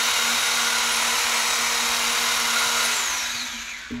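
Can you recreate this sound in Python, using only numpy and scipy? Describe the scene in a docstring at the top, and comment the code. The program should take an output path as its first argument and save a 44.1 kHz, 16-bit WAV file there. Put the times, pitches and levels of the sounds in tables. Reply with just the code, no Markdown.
"""A workshop, one microphone close to a tubing notcher whose hole saw an electric drill spins in the air.
At first the drill runs at full speed: shaft tones sing over fan air and gear rattle, and air and rattle
pulse with the turning of a slow gear. Near 2.9 s it is switched off and coasts down with a falling
whine in its gearbox. At 3.9 s a dull thump rings the steel frame."""
import sys
import numpy as np
from scipy import signal
from scipy.fft import rfft, irfft, next_fast_len
from scipy.io import wavfile
from scipy.ndimage import uniform_filter1d, map_coordinates

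SR = 44100
rng = np.random.default_rng(int(sys.argv[2]) if len(sys.argv) > 2 else 0)


def unload_audio(sound):
    """Save the sound as a 16-bit wav file, at the path given as the first command line argument."""
    columns = np.transpose(np.atleast_2d(sound))
    # keep every value between -1 and 1, then stretch to whole-number steps
    steps = np.round(np.clip(columns, -1, 1) * 32767)
    wavfile.write(sys.argv[1], SR, steps.astype(np.int16))


N = 176400
TIME = np.arange(N) / SR
FULL_HZ, OFF_S = 474, 2.9  # shaft rate at which speed = 1; the moment the power is cut
# thumps on the frame (time [s], gain [dB])
THUMPS = [(3.905, -23.5)]


def amp(db):
    """Decibels to gain."""
    return 10 ** (np.asarray(db) / 20)


def unit(x):
    """Scale to rms 1."""
    return x / np.sqrt(np.mean(x ** 2) + 1e-20)


def curve(rows):
    """(time, value) points as one value per sample."""
    return np.interp(TIME, *np.transpose(rows))


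def wobble(rate):
    """A smooth random curve, rate knots a second."""
    return map_coordinates(rng.standard_normal(N // 8), [TIME * rate + 2], mode="wrap")


def filtered(x, response):
    """x through a response given as a function of frequency."""
    size = next_fast_len(N + SR // 2)
    return irfft(rfft(x, size) * response(np.fft.rfftfreq(size, 1 / SR)), size)[..., :N]


def coloured(x, points):
    """x shaped by (frequency [Hz], level [dB]) points, at rms 1."""
    hz, db = np.transpose(points)
    return unit(filtered(x, lambda f: amp(np.interp(np.log(f + 1), np.log(hz + 1), db))))


def resonate(x, peaks):
    """x through steep resonances (frequency [Hz], width [Hz], level [dB]), at rms 1."""
    def band(f, hz, width):
        return 1j * f * width / (hz * hz - f * f + 1j * f * width)
    return unit(filtered(x, lambda f: sum(amp(db) * band(f, hz, width) ** 2 for hz, width, db in peaks)))


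def patchy_noise(spread_db):
    """White noise whose gain varies in random patches of time and frequency."""
    spectra = signal.stft(rng.standard_normal(N), nperseg=1024)[2]
    patches = uniform_filter1d(rng.standard_normal(spectra.shape), size=5, axis=0)
    patches = uniform_filter1d(patches, size=16, axis=1, mode="wrap")
    return signal.istft(spectra * amp(spread_db * unit(patches)), nperseg=1024)[1][:N]


def tone(hz, jitter, rate):
    """A sine of rms 1 whose pitch trembles by the fraction jitter, at rate knots a second."""
    cycles = np.cumsum(hz * (1 + jitter * wobble(rate))) / SR
    return np.sqrt(2) * np.sin(2 * np.pi * (cycles + rng.random()))


def room_tone():
    """The workshop's own faint, steady rumble."""
    # background spectrum (frequency [Hz], relative level [dB])
    rumble = [(20, -25), (30, -5), (38, 4), (49, -8), (62, -0.5), (80, -8.5), (105, -16.5), (190, -21.5),
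              (420, -44), (900, -90)]
    return amp(-54) * coloured(rng.standard_normal(N), rumble)


def workshop(direct, t60_s=0.21, room_db=-8, drift_s=0.4):
    """Direct sound and a short reverberation above the bass, whose pattern drifts as things move."""
    t, wet = np.arange(SR // 4) / SR, np.zeros(N)
    for centre_s in np.arange(0, N / SR + drift_s, drift_s):
        crossfade = np.cos(np.pi / 2 * np.clip((TIME - centre_s) / drift_s, -1, 1))
        tail = rng.standard_normal(len(t)) * amp(-60 * t / t60_s)
        wet += signal.oaconvolve(direct * crossfade, tail / np.linalg.norm(tail))[:N]
    wet = filtered(wet, lambda f: f ** 2 / (f ** 2 + 600 ** 2))
    return (direct + amp(room_db) * wet) / np.hypot(1, amp(room_db))


def bumps(hz=119, rise_s=0.007):
    """Soft handling bumps: short low pushes that barely ring."""
    # pushes (time [s], envelope peak [dB])
    pushes = [(2.657, -43.5), (3.345, -43)]
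    out = np.zeros(N)
    for start_s, db in pushes:
        age = np.maximum(TIME - start_s, 0)
        out += amp(db) * age / rise_s * np.exp(1 - age / rise_s) * np.sin(2 * np.pi * hz * age)
    return out


def tick(delay_s=0.008, t60_s=0.06):
    """A faint burst of dull hiss just after the thump begins."""
    ages = [TIME - start_s - delay_s for start_s, _ in THUMPS]
    hiss = coloured(rng.standard_normal(N), [(500, 0), (5000, -5), (15000, -6)])
    return amp(-52) * hiss * sum((age > 0) * amp(-60 * np.abs(age) / t60_s) for age in ages)


def frame(hum_hz=240, hum_width_hz=16, rise_s=0.021):
    """The steel frame hums with the motor and rings when thumped."""
    # the frame's hum (time [s], level [dB])
    hum_levels = [(0, -58), (2.8, -66), (3.05, -52), (3.33, -53), (3.43, -44), (3.58, -47), (3.7, -55),
                  (3.9, -58)]
    # the frame's modes (frequency [Hz], relative level [dB], t60 [s])
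    modes = [(42.6, -14, 0.44), (75.6, -6, 0.22), (122, -14, 1), (241.5, 3, 0.54), (284, 7, 0.087),
             (417, -7, 0.23), (444, 3.5, 0.07), (608, -22, 0.37)]
    out = amp(curve(hum_levels)) * resonate(rng.standard_normal(N), [(hum_hz, hum_width_hz, 0)])
    for start_s, db in THUMPS:
        age = np.maximum(TIME - start_s, 0)
        ring = sum(amp(level - 60 * age / t60) * np.sin(2 * np.pi * hz * age) for hz, level, t60 in modes)
        out += amp(db) * (1 - np.exp(-age / rise_s)) * ring
    return out


def motor_hum(shaft_hz, speed, fall_db_per_s=130, drone_hz=236.6):
    """The low hum and drone die when the power is cut; a faint shaft tone glides on."""
    # hum of the powered motor (frequency [x shaft rate], level [dB])
    partials = [(0.249, -63), (0.334, -70)]
    # drone at half the full shaft rate, sagging now and then (time [s], level [dB])
    drone_levels = [(0, -47), (.07, -50), (.12, -59), (.17, -46), (.36, -45), (.47, -56), (.53, -47),
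                    (.72, -44), (.93, -48), (1.0, -43), (1.14, -43.5), (1.21, -57), (1.29, -43),
                    (1.45, -47), (1.51, -54), (1.63, -43), (1.75, -50), (1.82, -43), (2.1, -44),
                    (2.32, -47), (2.45, -42.5), (2.86, -46.5), (2.93, -47), (3.0, -79)]
    power_db = -fall_db_per_s * np.maximum(TIME - OFF_S, 0)
    hum = sum(amp(db + power_db) * (1 + 0.32 * wobble(8.8)) * tone(order * shaft_hz, 0.0045, 29.7)
              for order, db in partials)
    drone = amp(curve(drone_levels) + 2.0 * wobble(21.8)) * tone(drone_hz, 0.0037, 30.1)
    shaft = amp(-45.5 + 0.63 * wobble(12)) * speed ** 4 * tone(shaft_hz, 0.0038, 60)
    return hum + drone + shaft


def shaft_tones(shaft_hz, speed, flutter_db=2.5):
    """Fluttering motor and gear tones follow the shaft; the third harmonic is rough."""
    # motor and gear tones (frequency [x shaft rate], level at full speed [dB])
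    partials = [(2.035, -48.5), (2.16, -43), (2.32, -47.5), (2.427, -45.5), (2.785, -46), (4.41, -49),
                (6, -43), (6.505, -47), (7.83, -42.5), (8.12, -40.5), (10.02, -47), (14.03, -50),
                (16.49, -46), (17.97, -51), (23.97, -56)]
    # the tone at three times the shaft rate (time [s], level [dB])
    third_levels = [(0, -31), (.3, -31.5), (.8, -34), (1.15, -45), (1.7, -53), (2.3, -41), (2.6, -31.5),
                    (2.85, -39), (3.15, -37.5), (3.4, -83)]
    tones = sum(amp(db) * unit(amp(flutter_db * wobble(21.2))) * tone(order * shaft_hz, 0.00168, 44.4)
                for order, db in partials)
    loose = np.clip((TIME - OFF_S) / 0.103, 0, 1)  # unpowered gears run loose: the pitch trembles more
    roughness = unit(1 + 0.6 * wobble(60))
    third = amp(curve(third_levels)) * roughness * tone(3 * shaft_hz, 0.0041 + 0.026 * loose, 110)
    return speed ** 7.2 * tones + third


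def fan_whistle(shaft_hz, order=21, width_hz=70):
    """The fan's thin, unsteady whistle flares as the speed first drops."""
    # the whistle (time [s], level [dB])
    levels = [(0, -47), (.6, -42), (1.3, -44), (2.1, -43), (2.66, -42), (2.8, -46), (2.885, -34),
              (2.93, -47), (3.0, -70)]
    flicker = unit(amp(3.5 * wobble(13)) * wobble(width_hz))
    return amp(curve(levels)) * flicker * tone(order * shaft_hz, 0.00196, 60)


def gear_whine(shaft_hz, order=18.1, width_hz=340, spread_hz=80):
    """A rasping whine swells as the gears coast and falls in pitch with the shaft."""
    # the whine (time [s], level [dB])
    levels = [(2.85, -56), (2.93, -39), (3.0, -28), (3.04, -34), (3.09, -29), (3.16, -34.5), (3.24, -35),
              (3.3, -50), (3.36, -37), (3.42, -33), (3.48, -44), (3.56, -44), (3.66, -47), (3.72, -33),
              (3.78, -41), (3.84, -42), (3.97, -55)]
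    hz = order * shaft_hz
    rasp = sum(wobble(width_hz) * tone(hz, spread_hz / hz, 200) for _ in range(3))
    return amp(curve(levels)) * unit(rasp)


def gears(speed, turns, teeth=9, treble_hz=3130):
    """Every tooth gives a short scrape of slightly uneven force and rings the gearbox."""
    # gear rattle (frequency [Hz], relative level [dB])
    spectrum = [(150, -28), (300, -19), (420, -24.5), (650, -23), (820, -20), (950, -16.5), (1200, -13),
                (1440, -7), (1700, -6.5), (1900, -7.5), (2370, -4.5), (2600, -10.5), (2880, -10),
                (3400, -8), (4010, -7), (4950, -12), (6170, -9), (7100, -9), (7600, -16.5), (8100, -16),
                (9000, -30), (9700, -22), (10300, -41), (10800, -20), (11400, -27.5), (12500, -34),
                (15600, -44)]
    # gearbox resonances (frequency [Hz], width [Hz], relative level [dB])
    gearbox = [(1044, 110, -18), (1390, 120, -22), (2384, 240, 0), (3885, 290, 0.5), (4290, 250, -4),
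               (6105, 220, 2), (6550, 270, -0.5), (7120, 140, -2), (11460, 200, -9)]
    # the gearbox's ringing (time [s], level [dB])
    ring_levels = [(0, -32), (.8, -34.5), (1.8, -35), (2.3, -34), (2.9, -32.5), (3.2, -35), (3.5, -35.5),
                   (3.75, -44.5), (4.0, -66)]
    scrape = (1 + 0.5 * np.cos(2 * np.pi * teeth * turns)) * np.exp(0.058 * wobble(500))
    rattle = coloured(scrape * rng.standard_normal(N), spectrum)
    body = filtered(rattle, lambda f: 1 / (1 + (f / treble_hz) ** 4))
    ring = amp(curve(ring_levels)) * resonate(scrape * patchy_noise(spread_db=3), gearbox)
    # slower teeth strike more softly and lose treble
    treble = amp(0.5) * speed ** 0.84 * (rattle - body)
    return ring + amp(-28) * speed ** 0.45 * (body + treble)


def fan(speed):
    """Air rushes through the housing and rings its resonances, fading as the motor slows."""
    # fan air (frequency [Hz], relative level [dB])
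    spectrum = [(60, -45), (170, -25), (300, -26), (430, -14.5), (560, -10.5), (723, -7), (820, -7),
                (987, -0.5), (1130, -4), (1250, -2.5), (1400, -1), (1730, -10.5), (2050, -1.5), (2400, -6),
                (2680, -6), (3080, -5.5), (3480, -12.5), (3840, -5.5), (4300, -7.5), (4950, -12),
                (5400, -6.5), (5650, -6), (5900, -9), (6620, -12), (7200, -12), (7600, -18), (7850, -14.5),
                (8250, -16), (8950, -20), (9300, -13.5), (9550, -16.5), (9900, -22.5), (10350, -22),
                (10750, -10), (11050, -21.5), (11350, -16), (12000, -19), (14100, -22), (15600, -27.5)]
    # housing resonances (frequency [Hz], width [Hz], relative level [dB])
    housing = [(993, 360, -3), (1404, 220, -5.5), (2140, 450, -7.5), (3793, 210, 1), (6540, 350, -8.5),
               (7380, 170, -6), (9350, 290, -6.5), (9840, 530, -4.5), (10810, 500, -13.5)]
    air = amp(-25) * speed ** 1.97 * coloured(patchy_noise(spread_db=0), spectrum)
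    ring = amp(-35) * speed ** 2.6 * resonate(patchy_noise(spread_db=3), housing)
    return air + ring


def scene(slow_gear_ratio=0.0787, pulse_depth=0.1):
    """One motor speed drives the machine; the microphone feeds both channels alike."""
    # the motor running, then coasting down (time [s], shaft rate [Hz])
    shaft_rates = [(0, 472.9), (.7, 473.8), (1.3, 473.6), (2.0, 470.1), (2.6, 470.7), (2.85, 473.2),
                   (2.96, 423.6), (3.1, 349.1), (3.24, 297.7), (3.42, 226.3), (3.53, 181.7), (3.73, 127.4),
                   (3.88, 81.4), (4.0, 35.9)]
    shaft_hz = curve(shaft_rates)
    speed, turns = shaft_hz / FULL_HZ, np.cumsum(shaft_hz) / SR
    pulsing = (1 + pulse_depth * np.sin(2 * np.pi * slow_gear_ratio * turns)) * amp(0.3 * wobble(14))
    rush = pulsing * (fan(speed) + gears(speed, turns))
    tones = shaft_tones(shaft_hz, speed) + fan_whistle(shaft_hz) + gear_whine(shaft_hz)
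    machine = workshop(rush + tones + tick())
    low = motor_hum(shaft_hz, speed) + frame() + bumps() + room_tone()
    return np.array([machine + low, machine + low])


def record(dry, low_cut_hz=33, top_hz=15750):
    """The recorder cuts the deepest bass and keeps nothing above its band limit."""
    return filtered(dry, lambda f: (f < top_hz) * f ** 8 / (f ** 8 + low_cut_hz ** 8))


dry = scene()
out = record(dry)
unload_audio(out)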